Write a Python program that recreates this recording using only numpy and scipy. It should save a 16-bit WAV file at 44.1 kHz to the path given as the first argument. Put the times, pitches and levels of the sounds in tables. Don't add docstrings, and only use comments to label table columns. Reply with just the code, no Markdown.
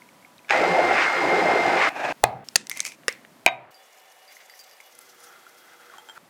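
import sys
import numpy as np
from scipy import signal
from scipy.fft import rfft, irfft, next_fast_len
from scipy.io import wavfile
from scipy.ndimage import uniform_filter1d, map_coordinates

SR = 44100
rng = np.random.default_rng(int(sys.argv[2]) if len(sys.argv) > 2 else 0)


def wav_out(sig):
    wavfile.write(sys.argv[1], SR, np.round(np.clip(np.atleast_2d(sig).T, -1, 1) * 32767).astype(np.int16))


N = 277609
T = np.arange(N) / SR

# start_s, hiss_db, hum_db, murmur_db
SHOTS = [(0, -61, -61.5, -58.5), (.483, -59, -62, -54.5), (2.127, -60, -61.5, -58),
         (2.234, -81, -57.5, -53), (2.443, -57.5, -60, -59), (2.557, -74, -52, -74),
         (2.64, -62.5, -59.5, -60.5), (2.96, -61.5, -59, -58.5), (3.46, -77, -74, -52.5),
         (3.708, -61.5, -81.5, -58.5), (4.93, -60, -73.5, -62.5), (6.179, -62, -62.5, -59.5)]
# freq_hz, density_db
HISS = [(300, -10.5), (2000, 12.5), (14500, 4), (15800, -3), (16150, -41.5)]
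HUM = [(20, -33.5), (60, -18.5), (130, -1.5), (250, 3.5), (400, -4), (700, -31)]
MURMUR = [(250, -17), (550, 2.5), (1000, -1.5), (2000, -7.5), (3000, -17), (4500, -26.5)]
# (centre_hz, width_hz, gain_db)
STEADY_TONES = [(-61, [(983, 4.1, 4), (1186, 14, -12)]), (-61.5, [(759, 15, -7.5), (1790, 10.5, -13),
                (2896, 41, -15), (3440, 8.3, -11)]), (-61, [(366, 59, -9), (482, 4.4, 3),
                (2050, 19, -3), (3286, 50, -10)])]
WHINE_SHOTS = [0, 9, 10]
# start_s, level_db, pitch_hz
DRIPS = [(0.0199, -37.5, 2140), (0.0892, -35, 2240), (0.2264, -38.5, 2230), (0.2483, -37, 2200),
         (0.3815, -36, 3900), (0.391, -36, 2460), (0.4469, -40, 2300)]
SPLATS = [(.981, -12, 1490), (1.005, -8, 2480), (1.079, -8.5, 1510), (1.872, -10.5, 1280)]

# start_s, level_db
START_JERKS = [(0.484, -30), (0.4923, -19), (0.4977, -12), (0.5075, -3.5)]
# pitch_hz, gain_db, t60_s
SHAFT_MODES = [(1700, 0.5, 0.016), (2300, 10, 0.0041), (3400, -9, 0.011), (5200, -12.5, 0.0094),
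               (6400, -15.5, 0.0079)]
# time_s, height (0 deep in the jar, 1 at the surface, 2 clear of it)
BLADE_PATH = [(.5, 1.3), (.61, 0), (.82, 0.13), (.92, 0.37), (.965, 0.56), (1.045, 1.23), (1.075, 1.91),
              (1.125, 2), (1.24, 0.14), (1.35, 0.16), (1.6, 0.22), (1.75, 0.28), (1.81, 0.67), (1.92, 1.94)]
ORDER_RATIOS = [1 / 24, 2 / 24, 4 / 24, 5 / 24, 6 / 24, 2]
ORDER_DB = [-25, -17.5, -10, -9, -5, -21.5]
# centre_hz, width_hz, gain_db
BEARING_BANDS = [(4800, 140, 0), (4860, 180, 0)]
# freq_hz, density_db
CHURN = [(35, -47), (60, -35), (81, -38), (119, -26), (220, -16.5), (345, -3), (563, -4), (797, 3),
         (1070, -16.5), (1300, -58), (1690, -52), (2860, -120)]
SPLASH = [(530, -35), (900, -5), (945, 2), (1380, 5), (2140, 2), (3300, -17.5), (4290, -33), (7260, -120)]
SPRAY = [(1650, 0.5), (2800, 3), (4340, -2), (4430, -7), (4910, 1), (5480, -6), (8240, -12.5), (9820, -23),
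         (12900, -38), (16000, -63)]
SURF = [(900, -59), (1400, -4.5), (2000, 2), (2600, 1), (3000, -12), (4200, -17), (7000, -28.5)]
# time_s, level_db
SLIDE_LEVELS = [(1.893, -37.5), (1.958, -34), (1.962, -30.5), (2.02, -27), (2.06, -26), (2.08, -24),
                (2.11, -24), (2.125, -29.5)]
# freq_hz, density_db
SCRAPE = [(60, -40.5), (130, -21), (222, -21.5), (301, -8.5), (427, -16), (682, 0.5), (1380, -14),
          (1620, -7), (2050, -13.5), (2580, -10), (3040, -24), (6740, -33.5), (16000, -61.5)]

# start_s, level_db, pitch_hz
EDGE_TOUCH = [(2.2345, -13.5, 892)]
# start_s, level_db
BOTTLE_THUD = [(2.239, 1.5)]
# pitch_hz, gain_db, t60_s
BOTTLE_MODES = [(531, -13, 0.017), (767, 10, 0.0078), (1108, -5.5, 0.01), (1640, -6.5, 0.014),
                (2050, -4.5, 0.012), (2490, -17.5, 0.032), (4240, -1.5, 0.0035)]
NECK_MODES = [(530, -13, 0.022), (1254, -19.5, 0.03), (1880, 8, 0.0059), (2220, -9.5, 0.012),
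              (2750, -5, 0.011), (3650, -11.5, 0.0078)]
# pitch_hz, gain_db
BOARD_TONES = [(675, -0.5), (735, -3), (780, -1), (1230, -6.5)]
# centre_hz, width_hz, gain_db
BOARD_BANDS = [(391, 45, -10), (740, 78, 5)]
COUNTER_BANDS = [(130, 16, 0.5), (179, 39, -10.5)]
# start_s, level_db, treble_hz, neck_ring_db
SNAPS = [(2.474, -47, 5120, 1), (2.4867, -18.5, 5420, -23), (2.5573, 6.5, 4670, -10),
         (2.5588, 4.5, 5060, -5.5), (2.5616, 1.5, 6720, -18.5), (2.611, -37, 5000, 0),
         (2.6698, -22.5, 6200, -25.5), (2.6968, -12, 10750, -33), (2.7143, -16.5, 6300, -9),
         (2.7731, -20.5, 10300, -28), (2.7946, -24.5, 5900, -4.5), (2.804, -6.5, 6360, -20),
         (2.8512, -13.5, 5570, -14), (2.863, -30.5, 5200, -25), (2.8784, -29.5, 6740, -13),
         (2.92, -30, 3640, -5.5), (3.0345, -52, 3000, 17), (3.0818, -5, 5340, 5), (3.0892, -16, 5440, 2),
         (3.126, -29.5, 5460, -13), (3.2492, -47, 4040, 18)]
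# freq_hz, density_db
WRAP = [(1000, -13), (2200, -2.5), (7500, -1.5), (12000, -21)]
CRACKLE = [(1760, -18), (3000, -28), (4200, -4), (6130, 3), (11800, -10.5), (16000, -23.5)]
# peak_s, neck_rasp_db, crackle_db
TUGS = [(2.719, -39, -49), (2.77, -35.5, -56), (2.809, -45, -46.5), (2.865, -31, -30.5)]
# centre_hz, width_hz, gain_db
NECK_SHUT, NECK_OPEN = [(2080, 110, 0)], [(2380, 160, 0), (900, 500, -14)]
CAP_HOLLOW = [(2050, 360, 0)]
# start_s, level_db, pitch_hz
CAP_POP = [(3.0814, -16.5, 470)]

# start_s, level_db
TUMBLER_HITS = [(3.4628, -6.5), (3.4765, -18.5), (3.486, -24.5)]
# pitch_hz, gain_db, t60_s
TUMBLER_MODES = [(405, -7.5, 0.014), (729, 0, 0.021), (967, -4.5, 0.024), (1568, -17, 0.087),
                 (2097, -17.5, 0.08), (2374, 11, 0.0074), (2466, -16, .06), (2935, -8, 0.019),
                 (3774, -28, 0.17), (4840, -11.5, 0.0081), (6560, -31, 0.049)]
GLASS_MODES = [(4735, 0, 0.24), (4950, 1, 0.03), (11300, -13, 0.12)]
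RIM_MODES = [(885, 6.5, 0.022), (1445, 11.5, 0.0093), (3204, -2, 0.086), (7500, -15, 0.11)]
# peak_s, level_db
RUSTLES = [(4.0, -64), (4.33, -58), (4.58, -50.5), (4.85, -60.5), (4.95, -75), (5.05, -58.5), (5.27, -59),
           (5.57, -61), (6.05, -78)]
# freq_hz, density_db
GLOVE = [(3000, -3), (6000, 5.5), (9000, -4.5), (12000, 0), (15600, -2.5), (16100, -33.5)]
# time_s, level_db
ROLL_LEVELS = [(3.72, -69), (4.27, -63.5), (4.32, -50.5), (4.36, -70), (4.41, -48.5), (4.45, -63),
               (4.92, -65), (5.1, -57), (5.2, -58), (5.3, -53), (5.42, -58.5), (5.68, -58), (5.73, -49),
               (5.78, -64), (5.83, -49.5), (5.87, -55.5), (5.93, -48.5), (6.03, -61), (6.13, -58),
               (6.181, -46)]
# centre_hz, width_hz, gain_db
RUB_HIGH, RUB_LOW = [(2170, 370, 0)], [(1360, 240, 15), (840, 210, 7.5), (1740, 71, -11)]
# start_s, level_db, pitch_hz
ROLL_TICKS = [(3.9847, -35, 7000), (4.367, -35, 2050), (4.4975, -30, 2050), (4.538, -37.5, 1960),
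              (4.553, -38, 14500), (4.678, -40, 14900), (4.755, -40, 14300), (4.7686, -39, 5000),
              (4.898, -40, 13500), (4.8026, -30.5, 2170), (4.9521, -31.5, 10640), (4.9901, -22, 10320),
              (5.204, -33, 9900), (5.466, -32, 1400), (5.7987, -35, 1360), (5.8985, -35, 1420),
              (5.9385, -34, 1110)]
# start_s, level_db
CHINKS = [(3.7444, -46), (4.279, -45.5), (4.405, -51), (4.498, -46), (4.5924, -39), (4.629, -59),
          (4.7125, -43), (4.805, -57), (4.862, -58), (5.983, -39.5), (6.0876, -40), (6.0967, -37.5)]

# freq_hz, gain_db
REVERB_COLOUR = [(60, -12), (150, -4.5), (450, 1.5), (780, 6.5), (1200, 2.5), (2200, 2.5), (4000, 2),
                 (12000, -7)]
# freq_hz, t60_s
REVERB_DECAY = [(150, 0.78), (800, 0.46), (2500, 0.31), (6000, 0.094), (12000, .12)]
# freq_hz, side_db
WIDTH = [(60, -21), (240, -30.5), (950, -80), (3770, -41), (15000, -27.5)]

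MOTOR_ON_S, MOTOR_CUT_S = .498, 1.892
PEEL_S, PEEL_OPEN_S, PEEL_END_S = 2.7, 2.93, 2.965


def amp(db):
    return 10 ** (np.asarray(db) / 20)


def unit(x):
    return x / np.sqrt(np.mean(x ** 2) + 1e-20)


def along(points, hz):
    freqs, values = np.transpose(points)
    return np.interp(np.log(hz + 1), np.log(freqs + 1), values)


def fader(points):
    return amp(np.interp(T, *np.transpose(points), -150, -150))


def swells(times, dbs, rise_s, fall_s):
    dt = T - np.asarray(times)[:, None]
    return amp(dbs) @ np.exp(np.where(dt < 0, dt / rise_s, -dt / fall_s))


def dying(s, db, t60):
    return amp(db - 60 * np.maximum(T - s, 0) / t60) * (T >= s)


def wobble(rate):
    return map_coordinates(rng.standard_normal(int(N * rate / SR) + 4), [T * rate])


def filtered(x, response):
    size = next_fast_len(N + 8192)
    return irfft(rfft(x, size) * response(np.fft.rfftfreq(size, 1 / SR)), size)[..., :N]


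def noise(spectrum, grain_db=0., rate=300.):
    grains = rng.standard_normal(N) * amp(grain_db * wobble(rate))
    curve = [(0.93, -120), *spectrum, (22000, -120)]
    return unit(filtered(grains, lambda hz: amp(along(curve, hz))))


def resonant(bands):
    def response(hz):
        return sum(amp(db) * 1j * hz * width / (centre ** 2 - hz ** 2 + 1j * hz * width)
                   for centre, width, db in bands)
    return unit(filtered(rng.standard_normal(N), response))


def mottle(x, depth_db, bins=3):
    spectrum = signal.stft(x, nperseg=512)[2]
    patches = uniform_filter1d(rng.standard_normal(spectrum.shape), size=bins, axis=0)
    patches = uniform_filter1d(patches, size=6, axis=1)
    return unit(signal.istft(spectrum * amp(depth_db * unit(patches)), nperseg=512)[1][:N])


def strike(out, s, db, modes, crack_db, crack_t60):
    burst = 1200
    ring_s = min(.25, max(t60 for _, _, t60 in modes))
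    t = np.arange(max(burst, int(ring_s * SR))) / SR
    ring = sum(amp(gain + rng.normal(0, 1) - 60 * t / t60) * np.sin(2 * np.pi * hz * t)
               * (1 - np.exp(-hz * t)) for hz, gain, t60 in modes)
    rough = amp(-60 * t[:burst] / crack_t60) * rng.standard_normal(burst)
    sound = ring + .45 * signal.fftconvolve(ring, rough / np.linalg.norm(rough))[:len(t)]
    sound[:burst] += amp(crack_db) * np.convolve(rough, [.5, 1, .5, -.5, -1, -.5])[:burst]
    part = out[round(s * SR):][:len(t)]
    part += (amp(db) * sound)[:len(part)]


def blows(events, modes, trim_db, crack_db, crack_t60):
    out = np.zeros(N)
    for s, db in events:
        strike(out, s, db + trim_db, modes, crack_db, crack_t60)
    return out


def taps(events, cycles, crack_db):
    out = np.zeros(N)
    for s, db, hz in events:
        strike(out, s, db, [(hz, -2, cycles / hz)], crack_db, crack_t60=.004)
    return out


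def shot(x, start_s, end_s, reverb_db, dull_hz):
    hz, t, spectrum = signal.stft(rng.standard_normal(SR // 2), SR, nperseg=256)
    fade_db = along(REVERB_COLOUR, hz)[:, None] - 60 * t / along(REVERB_DECAY, hz)[:, None]
    tail = signal.istft(spectrum * amp(fade_db) / (1 + (hz[:, None] / dull_hz) ** 2), SR, nperseg=256)[1]
    predelayed = np.pad(x, (300, 0))
    wet = signal.fftconvolve(predelayed, tail / np.linalg.norm(tail))[:N]
    return (x + amp(reverb_db) * wet) * (T >= start_s) * (T < end_s)


def background():
    starts, *level_columns = np.transpose(SHOTS)
    shot_index = np.searchsorted(starts, T, "right") - 1
    hiss, hum, murmur = [amp(db)[shot_index] for db in level_columns]
    whines = sum(amp(db) * (shot_index == k) * resonant(bands)
                 for k, (db, bands) in zip(WHINE_SHOTS, STEADY_TONES))
    return hiss * noise(HISS) + hum * noise(HUM) + murmur * noise(MURMUR) + whines


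def milk_drips():
    return taps(DRIPS, cycles=32, crack_db=-19)


def motor(run_s, height, surface):
    gear_hz, start_hz, spin_up_s, gear_db = 2110, 1400, .022, -29.5
    unload_hz, sag_hz_per_s = 9.2, 7.9
    hz = gear_hz - (gear_hz - start_hz) * np.exp(-run_s / spin_up_s)
    hz += unload_hz * height - sag_hz_per_s * run_s
    phase = 2 * np.pi * np.cumsum(hz + 4.9 * wobble(11) + 14.06 * wobble(120)) / SR
    orders = sum(amp(db + (4.8 * wobble(24.87) - 5.5 * height) * (ratio < 1)) * np.sin(ratio * phase)
                 for ratio, db in zip(ORDER_RATIOS, ORDER_DB))
    whine = amp(2.34 * wobble(59.9)) * np.sin(phase)
    gain = np.sqrt(2) * amp(gear_db - 5.5 * surface)
    fuzz = amp(gear_db - 8.5) * resonant([(gear_hz, 130, 0)])
    rasp = sum(amp(-57.5 + 1.4 * wobble(6)) * resonant([band]) for band in BEARING_BANDS)
    return gain * (whine + orders) + fuzz + rasp


def churning_milk(height, surface):
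    churn = amp(-20 - 6 * np.abs(height) ** 0.8) * mottle(noise(CHURN), depth_db=3)
    splash = amp(-28 + 7 * surface + 0.6 * height) * noise(SPLASH, grain_db=1.5, rate=60)
    spray = amp(-37 + 3.5 * surface) * noise(SPRAY, grain_db=1.5, rate=280)
    surf = amp(-23) * surface * mottle(noise(SURF, grain_db=2, rate=150), depth_db=-3)
    return churn + splash + spray + surf


def blender():
    turning_s, surge_s, bite_s = 0.023, 0.13, 0.0081
    height = np.interp(T, *np.transpose(BLADE_PATH))
    run_s = np.maximum(T - MOTOR_ON_S, 0)
    rising = uniform_filter1d((np.gradient(height) > 0) * 1., size=round(turning_s * SR))
    surface = rising * np.exp(-((height - 1) / 0.54) ** 2) + 0.68 * np.exp(-(run_s / surge_s) ** 2)
    fade_in = np.minimum(run_s / bite_s, 1) ** 2
    running = motor(run_s, height, surface) + churning_milk(height, surface)
    jerks = blows(START_JERKS, SHAFT_MODES, trim_db=-4.5, crack_db=-31, crack_t60=0.003)
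    splats = taps(SPLATS, cycles=26, crack_db=-33.5)
    return (fade_in * running + jerks + splats) * (T < MOTOR_CUT_S)


def jar_slide():
    return fader(SLIDE_LEVELS) * mottle(noise(SCRAPE, grain_db=1.5, rate=70), depth_db=0.5)


def bottle_landing():
    edge = taps(EDGE_TOUCH, cycles=9, crack_db=-34.5)
    thud = blows(BOTTLE_THUD, BOTTLE_MODES, trim_db=3.3, crack_db=-6, crack_t60=0.0016)
    return edge + thud + board(BOTTLE_THUD[-1][0], db=-35, t60=0.28, boom_db=-39)


def board(s, db, t60, boom_db, boom_t60=1):
    t = np.maximum(T - s, 0)
    tones = sum(amp(gain + 5.5 + 2.8 * wobble(30)) * np.sin(2 * np.pi * hz * t) for hz, gain in BOARD_TONES)
    hum = dying(s, db, t60) * (resonant(BOARD_BANDS) + tones)
    boom = dying(s, boom_db, boom_t60) * resonant(COUNTER_BANDS)
    return (hum + boom) * (1 - np.exp(-(t / 0.0031) ** 2))


def plastic_snaps():
    out = np.zeros(N)
    for s, db, hz, neck_db in SNAPS:
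        modes = [(hz, -2, .0045), (1.3 * hz, -6, .0035), (0.68 * hz, -9, .004)]
        if PEEL_S - .05 < s < PEEL_END_S:
            air_hz = np.interp(s, [PEEL_S, PEEL_OPEN_S], [NECK_SHUT[0][0], NECK_OPEN[0][0]])
            modes.append((air_hz, neck_db + 8, 0.015))
        modes += [(pitch, gain + neck_db - 7, t60) for pitch, gain, t60 in NECK_MODES]
        strike(out, s, db, modes, crack_db=-12, crack_t60=.006)
    return out


def wrap_rustle():
    return dying(SNAPS[2][0], db=-36, t60=.22) * noise(WRAP)


def seal_peel():
    times, neck_db, crackle_db = np.transpose(TUGS)
    rise_s, fall_s, fade_s = 0.00577, 0.0081, 0.043
    creep = (T > PEEL_S) * np.clip((PEEL_END_S - T) / fade_s, 0, 1)
    rasp_gain = swells(times, neck_db, rise_s, fall_s) + amp(-48.5) * creep
    crackle_gain = swells(times, crackle_db, rise_s, fall_s) + amp(-50.5) * creep
    opened = np.clip((T - PEEL_S) / (PEEL_OPEN_S - PEEL_S), 0, 1)
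    rasp = np.sqrt(1 - opened) * resonant(NECK_SHUT) + np.sqrt(opened) * resonant(NECK_OPEN)
    return rasp_gain * rasp + crackle_gain * noise(CRACKLE, grain_db=4, rate=450)


def cap_pop():
    hollow = dying(CAP_POP[0][0], db=-31.5, t60=0.23) * resonant(CAP_HOLLOW)
    return taps(CAP_POP, cycles=14, crack_db=-22.5) + hollow


def tumbler_landing():
    knock = blows(TUMBLER_HITS[:1], TUMBLER_MODES, trim_db=6.5, crack_db=-5, crack_t60=0.0042)
    bounces = blows(TUMBLER_HITS[1:], TUMBLER_MODES, trim_db=6, crack_db=-31.5, crack_t60=0.0067)
    return knock + bounces + board(TUMBLER_HITS[0][0], db=-37, t60=0.3, boom_db=-55)


def gloves():
    gain = amp(-66) + swells(*np.transpose(RUSTLES), rise_s=0.044, fall_s=0.061)
    return gain * mottle(noise(GLOVE, grain_db=4.5, rate=99), depth_db=3, bins=30)


def tumbler_roll(regrip_s):
    bumps = amp(3.1 * np.tanh(wobble(35)))
    rub = np.where(T < regrip_s, resonant(RUB_HIGH), resonant(RUB_LOW))
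    return fader(ROLL_LEVELS) * bumps * rub + taps(ROLL_TICKS, cycles=32, crack_db=-23.5)


def nozzle_chinks(regrip_s):
    early = [(s, db) for s, db in CHINKS if s < regrip_s]
    late = [(s, db) for s, db in CHINKS if s >= regrip_s]
    bright = blows(early, GLASS_MODES, trim_db=-5, crack_db=4, crack_t60=0.0021)
    return bright + blows(late, RIM_MODES, trim_db=-1.6, crack_db=-0.99, crack_t60=0.0018)


def scene():
    cuts = [row[0] for row in SHOTS]
    mix = background() + milk_drips() + blender() + jar_slide()
    mix += shot(bottle_landing(), cuts[3], cuts[4], reverb_db=-24.5, dull_hz=6300)
    opening = plastic_snaps() + wrap_rustle() + seal_peel() + cap_pop()
    mix += shot(opening, cuts[4], cuts[8], reverb_db=-31.5, dull_hz=9000)
    mix += shot(tumbler_landing(), cuts[8], cuts[9], reverb_db=-24.5, dull_hz=3700)
    rolling = gloves() + tumbler_roll(regrip_s=cuts[10]) + nozzle_chinks(regrip_s=cuts[10])
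    mix += shot(rolling, cuts[9], cuts[11], reverb_db=-18, dull_hz=5000)
    return np.array([mix, mix])


def record(dry):
    ceiling, low_cut_hz, top_hz = .7, 30, 16700
    mid = dry[0] / (1 + np.abs(dry[0] / ceiling) ** 8) ** (1 / 8)
    side = filtered(mid, lambda hz: 1j * amp(along(WIDTH, hz)))
    stereo = np.array([mid + side, mid - side])
    return filtered(stereo, lambda hz: (hz < top_hz) * hz ** 2 / (hz ** 2 + low_cut_hz ** 2))


dry = scene()
out = record(dry)
wav_out(out)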